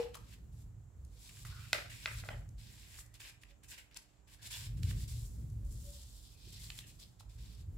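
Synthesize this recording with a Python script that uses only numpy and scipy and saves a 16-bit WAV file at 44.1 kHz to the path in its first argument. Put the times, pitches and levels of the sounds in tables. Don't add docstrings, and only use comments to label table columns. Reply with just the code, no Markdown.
import sys
import numpy as np
from scipy import signal
from scipy.fft import rfft, irfft, next_fast_len
from scipy.io import wavfile
from scipy.ndimage import uniform_filter1d

SR = 44100
rng = np.random.default_rng(int(sys.argv[2]) if len(sys.argv) > 2 else 0)


def unload_wav(signal):
    wavfile.write(
        sys.argv[1],
        SR,
        np.round(np.clip(np.atleast_2d(signal).T, -1, 1) * 32767).astype(np.int16),
    )


def voltage_ratio(decibels):
    exponent = np.asarray(decibels, float) / 20
    return 10 ** exponent


N = 342736
T = np.arange(N) / SR


def colour(x, points):
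    hz, db = np.transpose(points)
    size = next_fast_len(N)
    log_hz = np.log(np.arange(size // 2 + 1) * SR / size + 1)
    gain = voltage_ratio(np.interp(log_hz, np.log(hz), db))
    y = irfft(rfft(x, size) * gain, size)[..., :N]
    return y / np.sqrt(np.mean(y ** 2))


def walk(rate):
    hold = int(SR / rate)
    steps = np.repeat(rng.standard_normal(N // hold + 1), hold)
    return 1.08 * uniform_filter1d(uniform_filter1d(steps, hold), hold)[:N]


def pair(alike, grit_db=0.):
    mid, side = rng.standard_normal((2, N))
    alike = np.clip(alike, 0, 1)
    bursts = np.minimum(rng.exponential(size=N // 16 + 1), 5)
    grit = voltage_ratio(grit_db * bursts).repeat(16)[:N]
    return grit * (np.sqrt(1 + alike) * mid + np.sqrt(1 - alike) * side * np.array([[1], [-1]]))


def ring(modes, length):
    t = np.arange(int(length * SR)) / SR
    return sum(voltage_ratio(db) * np.sin(2 * np.pi * hz * t) * 1000. 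** (-t / t60) for hz, db, t60 in modes)


def add(out, s, x):
    i = int(s * SR)
    out[..., i:i + x.shape[-1]] += x[..., :N - i]


# frequency [Hz], relative level per hertz [dB].
HISS_FLOOR_SPECTRUM = [(150, -22), (250, -20), (400, -5.5), (700, -5.5), (1000, -8.5), (1300, -11),
                       (1760, -14.5), (2550, -21.5), (5000, -27.5), (7410, -11.5), (9000, -28),
                       (15500, -40)]
# frequency [Hz], mean level [dB].
MAINS_HUM = [(300, -81), (400, -88)]


def background():
    hum = sum(voltage_ratio(db + 2 * walk(0.77)) * np.sin(2 * np.pi * hz * T) for hz, db in MAINS_HUM)
    hiss_db = -76 + 0.2 * walk(0.35)
    return voltage_ratio(hiss_db) * colour(pair(0.11), HISS_FLOOR_SPECTRUM) + hum


# frequency [Hz], level before panning [dB], t60 [s].
KNOCK_MODES = [(470, -31.5, 0.24), (487.4, -38, 0.34), (500, -43, 0.07), (850, -51.5, 0.28),
               (866, -67, 0.2), (750, -55, 0.36)]
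# centre time [s], frequency [Hz], mean level [dB], time from centre to 1/e [s].
FAR_TONES = [(0.955, 497, -79, 0.02), (1.092, 496, -75, 0.02), (1.167, 495, -74, 0.027),
             (3.518, 565, -76, 0.041), (5.665, 563, -69.5, 0.035), (5.896, 570, -60, 0.044),
             (5.965, 560, -70, 0.04), (6.477, 376, -57.5, 0.0053)]


def distant():
    knock, tones = np.zeros(N), np.zeros(N)
    add(knock, 0, ring(KNOCK_MODES, .5))
    echo = rng.standard_normal((2, N)) * 1000. ** (-T / 0.42)
    echo = voltage_ratio(-77.5) * colour(echo, [(250, -13), (500, 2.0), (850, 1), (1500, -6), (4000, -44)])
    for s, hz, db, half_s in FAR_TONES:
        swell = np.exp(-((T - s) / half_s) ** 2)
        tones += voltage_ratio(db) * np.sin(2 * np.pi * hz * T) * swell
    return knock * voltage_ratio(np.array([[1.5], [-1.5]])) + echo + tones * voltage_ratio(2.2 * walk(40))


# frequency [Hz], relative level per hertz [dB].
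RUMBLE_SPECTRUM = [(30, -23), (42, 23), (52, 23.5), (75, 18.5), (95, -5.5), (130, -49.5)]
THROB_SPECTRUM = [(60, -16.5), (90, 0), (104, -0.5), (114, 5), (126, -5), (150, -7), (190, -28.5),
                  (260, -65)]
FLUTTER_SPECTRUM = [(110, -10.5), (170, -0.5), (240, -6.5), (330, -13.5), (480, -20), (800, -39.5)]
# time [s], gust setting [dB], throb against that setting [dB].
GUST_COURSE = [(0.0, -56.5, -3.5), (0.65, -52.5, -1.5), (0.95, -61, 3), (0.97, -51, 2), (1.25, -59, -6.5),
               (1.45, -54, 4.5), (2.03, -60.5, -1), (2.16, -45, -2.5), (2.25, -57, 11.5), (2.29, -44, -4),
               (2.49, -56.5, 7), (2.57, -48.5, -3.5), (2.62, -61.5, 10), (2.68, -58, -1.5),
               (4.05, -70.5, -5), (4.54, -63.5, 2.5), (4.61, -51.5, 1), (4.85, -41.5, 10), (4.93, -40, -5),
               (4.95, -42, -1.5), (5.41, -42, -7.5), (5.45, -50.5, 6.5), (5.63, -42, -6.5),
               (6.3, -62, -6.5), (6.64, -52, 0.5), (6.88, -56.5, -5.5), (7.18, -61.5, 0),
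               (7.42, -49.5, -5.5), (7.53, -64, 2), (7.6, -49.5, -1.5), (7.64, -54.5, 10),
               (7.74, -46, -2.5), (7.77, -50.5, -1)]
DRAUGHT_LIKENESS = .985
EVEN_GUST_DB, LULL_PAN_DB_PER_DB = -49.5, 0.5


def draught():
    gust_s, gust_points_db, throb_points_db = np.transpose(GUST_COURSE)
    level_db = np.interp(T, gust_s, gust_points_db)
    throb_db = np.interp(T, gust_s, throb_points_db)
    pan_db = LULL_PAN_DB_PER_DB * np.minimum(level_db - EVEN_GUST_DB, 0)
    mean_gust_db = uniform_filter1d(level_db + np.maximum(throb_db, 0), size=SR // 3)
    rumble = colour(pair(DRAUGHT_LIKENESS), RUMBLE_SPECTRUM) * voltage_ratio(level_db + 0.5 + 2.2 * walk(8.1))
    throb = colour(pair(DRAUGHT_LIKENESS), THROB_SPECTRUM) * voltage_ratio(level_db + throb_db + 1.6 * walk(12))
    flutter = colour(pair(0.34), FLUTTER_SPECTRUM) * voltage_ratio(0.66 * mean_gust_db - 31 + 2.3 * walk(14))
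    return (rumble + throb) * voltage_ratio(np.array([pan_db, -pan_db]) / 2) + flutter


# band centre [Hz], t60 [s].
ROOM_DECAY = [(550, 0.34), (1600, 0.38), (4000, 0.16), (12000, 0.26)]
ECHO_SCATTER_DB = 2.5


def room(x):
    t = np.arange(SR // 2) / SR
    tail = 0
    for hz, t60 in ROOM_DECAY:
        band = signal.butter(1, [hz / 2, min(hz * 1.7, .45 * SR)], "band", fs=SR, output="sos")
        tail = tail + signal.sosfilt(band, rng.standard_normal((2, len(t)))) * 1000. ** (-t / t60)
    onset = np.clip((t - .007) / 0.011, 0, 1)
    tail = tail * onset * voltage_ratio(ECHO_SCATTER_DB * walk(150)[:len(t)])
    tail = tail / np.sqrt(np.sum(tail ** 2) / 2)
    return signal.fftconvolve(x[None], tail, axes=1)[:, :N]


# start [s], nominal peak level [dB], centre frequency [Hz],
# left minus right [dB], decay time to 1/e [ms].
SHEET_CRACKLES = [(0.1444, -38, 2940, 1, 2.7), (0.152, -36, 1000, 4, 5.6), (0.169, -44, 1050, 1, 4.7),
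                  (1.049, -52.5, 7100, 2, 2.9), (1.2919, -44.5, 2500, 1, 7.1), (1.37, -49, 2000, -4, 4),
                  (1.45, -38.5, 1450, -2, 6), (2.49, -54.5, 6500, 10, 2.7), (2.987, -45, 1620, -6, 2.8),
                  (3.062, -52.5, 7550, 2, 4.5), (3.141, -47, 7100, 1, 3.3), (3.2, -52, 2080, -12, 3.3),
                  (3.434, -42, 2320, 0, 3.34), (3.635, -49.5, 7400, -1, 3.4), (3.912, -53, 2440, 2.0, 2.7),
                  (3.945, -46, 5960, 5, 1.1), (3.9711, -35.5, 6600, 11.5, 2.3),
                  (4.4297, -50, 7140, 12, 3.4), (4.832, -36, 3470, -12, 1.8), (4.911, -39.5, 1610, -3, 1.8),
                  (5.5, -56, 7170, 6, 4.2), (6.7022, -30.5, 3120, 0, 2.7), (6.789, -33, 3300, -4, 1.9),
                  (6.998, -47, 4930, 2.5, 3.6), (7.1967, -51.5, 7150, 4, 3), (7.206, -46, 1030, -3, 4.4)]


def crackles():
    out = np.zeros((2, N))
    t = np.arange(2048) / SR
    wide = signal.butter(1, [900, 9000], "band", fs=SR)
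    noises = rng.standard_normal((len(SHEET_CRACKLES), 2, len(t)))
    for (s, db, hz, pan_db, ms), noise in zip(SHEET_CRACKLES, noises):
        both_sides = noise[0] + .55 * noise[1] * np.array([[1], [-1]])
        burst = both_sides * np.exp(-t * 1000 / max(ms, .3))
        peak = signal.iirpeak(hz, 1.1, SR)
        peaked = signal.lfilter(*peak, signal.lfilter(*peak, burst))
        burst = peaked + 0.31 * signal.lfilter(*wide, burst)
        side_db = db - 10.5 + np.array([[pan_db], [-pan_db]]) / 2
        add(out, s, voltage_ratio(side_db) * burst / burst[:, :128].std())
    return out


# start [s], onset rms level [dB], strongest frequency [Hz],
# fall-off [dB per octave squared], rebound delay [ms].
FINGER_TAPS = [(1.7304, -25.5, 2960, 4, 1.7), (2.0580, -32, 2460, 8, 4), (2.237, -52, 1450, 10.5, 3.3),
               (2.288, -41, 1760, 5.5, 3.1)]
# frequency [Hz], relative level [dB], t60 [s].
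BOARD_MODES = [(646, 8, 0.026), (850, 0, 0.014), (1480, 1.5, 0.015), (2027, 0, 0.02), (2515, 1.5, 0.016),
               (3470, 1.5, 0.008), (3870, 1, 0.0085), (4290, -1, 0.011), (4980, -1.5, 0.0085),
               (5850, 2, 0.0033), (7200, 4, 0.0074), (9500, 8.5, 0.0022), (12100, 10, 0.0039),
               (14000, 10.5, 0.004)]
FIRM_TAP_DB, REBOUND_DB, TAP_ROOM_DB = -31.5, -9.5, -6.5
LIGHTNESS = 0.28
WALL_ECHO_MS, WALL_ECHO_DB = 15.5, -19


def taps():
    near, far = np.zeros(N), np.zeros(N)
    for s, db, hz, fall_db, ms in FINGER_TAPS:
        light_db = LIGHTNESS * (FIRM_TAP_DB - db)
        rebound_db = REBOUND_DB + light_db
        room_db = db + TAP_ROOM_DB + light_db
        modes = [((-1) ** k * f, g - fall_db * np.log2(f / hz) ** 2, t60)
                 for k, (f, g, t60) in enumerate(BOARD_MODES)]
        blow = ring(modes, 0.076)
        blow = voltage_ratio(db) * blow / blow[:256].std()
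        add(near, s, blow)
        add(near, s + ms / 1000, -voltage_ratio(rebound_db) * blow)
        add(near, s + WALL_ECHO_MS / 1000, voltage_ratio(WALL_ECHO_DB) * blow)
        blurred_modes = [(f, g - 5.2 * np.log2(abs(f) / hz), 0.5 * t60) for f, g, t60 in modes]
        blur = ring(blurred_modes, .04)
        add(far, s, voltage_ratio(room_db) * blur / blur[:256].std())
    right = 1.16 * np.roll(near, 1) + 0.43 * np.roll(near, 9)
    return np.array([near, right]), far


# start [s], length [s], frequency [Hz],
# bandwidth of each of two equal filters [Hz], rms level [dB].
AIR_POCKETS = [(1.494, 0.18, 1420, 250, -64.5), (1.57, 0.18, 2560, 300, -72), (1.9, .15, 2420, 500, -68.5),
               (2.287, 0.064, 3080, 300, -63), (2.29, 0.051, 687, 500, -57.5),
               (2.3, 0.076, 1920, 201, -66.5), (2.59, 0.63, 1900, 300, -79.5),
               (1.744, 0.061, 1480, 200, -55.5), (4.38, 0.084, 1680, 250, -72.5),
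               (4.515, 0.051, 1750, 250, -62.5), (4.517, 0.044, 3400, 350, -53),
               (4.515, 0.057, 2830, 250, -57.5), (6.27, 0.48, 2490, 298, -80),
               (6.486, .35, 2060, 300, -75.5), (6.81, 0.058, 2770, 500, -68),
               (6.824, 0.034, 1800, 200, -71), (6.888, .02, 2700, 600, -67.5)]


def pockets():
    out = np.zeros((2, N))
    grain = pair(0.42, 1.9) * voltage_ratio(2 * walk(120))
    for s, length, hz, width, db in AIR_POCKETS:
        i, n = int(s * SR), int(length * SR)
        peak = signal.iirpeak(hz, hz / width, SR)
        catch = grain[:, i:i + n] * signal.windows.tukey(n, .4)
        sung = signal.lfilter(*peak, signal.lfilter(*peak, catch))
        add(out, s, voltage_ratio(db) * sung / sung.std())
    return out


# start [s], length [s], hiss setting off [dB], hiss stopping [dB],
# pressure as scrape against hiss [dB].
HAND_STROKES = [(0.0, 0.137, -60, -86.5, 1.5), (0.148, 0.015, -56, -72, -0.5),
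                (0.191, 0.15, -77, -65, -1.5), (0.524, 0.1, -76.5, -69.5, -8.5),
                (1.01, 0.27, -88, -57, -4.5), (1.291, 0.14, -61.5, -59.5, -6),
                (1.457, 0.062, -62.5, -56.5, -2), (1.526, 0.2, -61, -67, -0.5),
                (1.736, 0.15, -51.5, -68.5, 4), (1.899, 0.31, -58, -57, -1.5),
                (2.248, 0.19, -58, -79.5, -3.5), (2.583, .4, -65, -61, -3), (2.99, .02, -56.5, -59, -9),
                (3.142, 0.011, -66.5, -59.5, -2), (3.203, 0.094, -59.5, -58.5, -1.5),
                (3.417, 0.0089, -67.5, -62, -5), (3.465, 0.0456, -86, -74, 3.5),
                (3.636, 0.0103, -65.5, -61, -5), (3.685, 0.027, -58.5, -50, -10.5),
                (3.717, 0.03, -56.5, -60.5, 0), (3.781, 0.031, -57, -67.5, -3),
                (3.921, 0.069, -74.5, -80, 5.5), (3.966, 0.0077, -48.5, -59, -1),
                (3.995, 0.216, -84, -89, 1.5), (4.279, 0.067, -69, -64, -2.5), (4.388, 0.022, -77, -77, 3),
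                (4.422, 0.05, -59, -53, -3), (4.509, 0.06, -50.5, -54.5, -1.5),
                (4.565, 0.1, -55, -55.5, -2.5), (4.774, 0.031, -63.5, -69, -3.5),
                (4.83, 0.078, -58, -52.5, -4.5), (4.929, 0.11, -70, -52.5, -5),
                (5.081, 0.17, -55.5, -63, -3.5), (5.259, 0.29, -62, -77.5, -14.5),
                (5.647, 0.099, -66, -60, -12.5), (5.755, 0.11, -62.5, -58.5, -8),
                (5.866, 0.167, -62, -59.5, -2.5), (6.02, 0.328, -63.5, -65.5, -3),
                (6.374, 0.28, -65.5, -67, 2), (6.527, 0.054, -60.5, -64, 3),
                (6.595, 0.095, -59.5, -59, -3.5), (6.692, 0.12, -62.5, -65.5, -5),
                (6.778, 0.036, -57.5, -61.5, -5.5), (6.87, 0.038, -58.5, -63.5, -4),
                (6.916, 0.07, -72, -76, -4), (6.995, 0.0404, -66.5, -63.5, 1.5),
                (7.044, 0.135, -78, -80.5, -4), (7.201, 0.019, -58.5, -72.5, -2.5),
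                (7.296, 0.072, -68.5, -76, -2), (7.385, 0.17, -70.5, -67.5, 1.5),
                (7.574, 0.0416, -64, -66, -2)]
SET_OFF_DB_PER_S, LIFT_OFF_DB_PER_S = 1799.5, 751


def strokes():
    t = np.arange(0, N / SR + .002, .001)
    hiss_power, scrape_power = 1e-10, 1e-10
    for s, length, first_db, last_db, pressure_db in HAND_STROKES:
        glide_db = np.interp(t, [s, s + max(length, .004)], [first_db, last_db])
        set_off_db = SET_OFF_DB_PER_S * np.maximum(s - t, 0)
        lift_off_db = LIFT_OFF_DB_PER_S * np.maximum(t - s - length, 0)
        db = glide_db - set_off_db - lift_off_db
        hiss_power = hiss_power + voltage_ratio(2 * db)
        scrape_power = scrape_power + voltage_ratio(2 * (db + pressure_db))
    return (np.interp(T, t, 10 * np.log10(power)) for power in (hiss_power, scrape_power))


SHEET_DRIFT = .07


def wandering(x, hz, width):
    drifting_hz = hz * (1 + SHEET_DRIFT * walk(6))
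    turn = np.exp(2j * np.pi * np.cumsum(drifting_hz) / SR)
    smooth = signal.lfilter([1], [1, -np.exp(-np.pi * width / SR)], x / turn)
    return np.real(turn * smooth) * np.pi * width / SR


# frequency [Hz], relative level per hertz [dB].
HISS_SPECTRUM = [(3500, -14), (5000, -2), (6500, 0.5), (7470, 7), (8240, 1.5), (11800, -1.5), (15500, -6.5)]
SCRAPE_SPECTRUM = [(1700, -29.5), (2350, -19.5), (2850, -12.5), (3500, -4.5), (4300, -5.5), (5400, -7),
                   (8000, -31)]
BODY_SPECTRUM = [(700, -20), (1250, -21.5), (1550, -4.5), (1800, -5), (2150, -3.5), (2550, -1.5),
                 (3000, -2.5), (4200, -27)]
# time [s], sheet body against scrape [dB].
SHEET_LOOSENESS = [(0, 1.5), (1.1, -11), (1.5, -1), (2.4, -5.5), (2.7, -5.5), (3.3, 0.5), (4.2, 1),
                   (4.45, -5), (4.9, -2), (5.2, -15.5), (5.9, -21), (6.45, -18), (6.8, -4), (7.0, -15),
                   (7.25, -5.5), (7.77, -11.5)]
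# mean frequency [Hz], width [Hz], relative level [dB].
SHEET_RESONANCES = [(1065, 120, 0), (1705, 76, -3), (2150, 120, -3.5), (2500, 300, -0.5), (3510, 250, -0.5),
                    (4340, 760, -7)]
FIBRE_SNAPS_PER_S, FIBRE_SNAP_DB = 250, -19
SHEET_RING_DB, RUB_PAN_DB = -5, 0.6


def rubbing():
    hiss_db, scrape_db = strokes()
    body_db = scrape_db + np.interp(T, *np.transpose(SHEET_LOOSENESS))
    hiss = colour(pair(0.046, 2.3), HISS_SPECTRUM) * voltage_ratio(hiss_db + 1.9 * walk(35))
    scrape = colour(pair(0.16, 2.36), SCRAPE_SPECTRUM) * voltage_ratio(scrape_db + 0.9 * walk(45))
    body = colour(pair(0.17, 3.1), BODY_SPECTRUM) * voltage_ratio(body_db + 2.0 * walk(35))
    grain = pair(0.49, 3.9)
    rings = sum(voltage_ratio(db + 2.5 * walk(5.7)) * wandering(grain, hz, width)
                for hz, width, db in SHEET_RESONANCES)
    rings = rings / rings.std() * voltage_ratio(body_db + SHEET_RING_DB)
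    snap_sizes = voltage_ratio(4 * np.minimum(rng.exponential(size=N), 4))
    impulses = (rng.random(N) < FIBRE_SNAPS_PER_S / SR) * snap_sizes
    burst = pair(0.55)[:, :128] * np.exp(-np.arange(128) / SR / 0.00093)
    ticks = signal.fftconvolve(impulses[None], burst, axes=1)[:, :N]
    ticks = colour(ticks, [(1200, -29.5), (2500, -3.0), (7500, 5.0), (15500, -8.5)])
    ticks = ticks * voltage_ratio(hiss_db + FIBRE_SNAP_DB)
    sides = voltage_ratio(np.array([[RUB_PAN_DB], [-RUB_PAN_DB]]) / 2)
    unevenness = voltage_ratio(1.1 * walk(60) + 1.8 * walk(21.99))
    return sides * unevenness * (hiss + scrape + body + rings + ticks)


def scene():
    near, far = taps()
    rub, snaps, others = rubbing() + pockets(), crackles(), distant()
    to_walls = far + voltage_ratio(-8.0) * rub[0] + voltage_ratio(-7.5) * snaps.mean(0) + voltage_ratio(-12.5) * others.mean(0)
    return rub + near + snaps + others + room(to_walls) + draught() + background()


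def roll_off(x):
    return signal.sosfilt(signal.butter(12, 15750, fs=SR, output="sos"), x)


def record(dry):
    no_top = signal.sosfilt(signal.ellip(8, .2, 50, 15750, fs=SR, output="sos"), dry)
    finished = signal.sosfilt(signal.butter(8, 39., "high", fs=SR, output="sos"), no_top)
    return roll_off(finished)


dry = scene()
out = record(dry)
unload_wav(out)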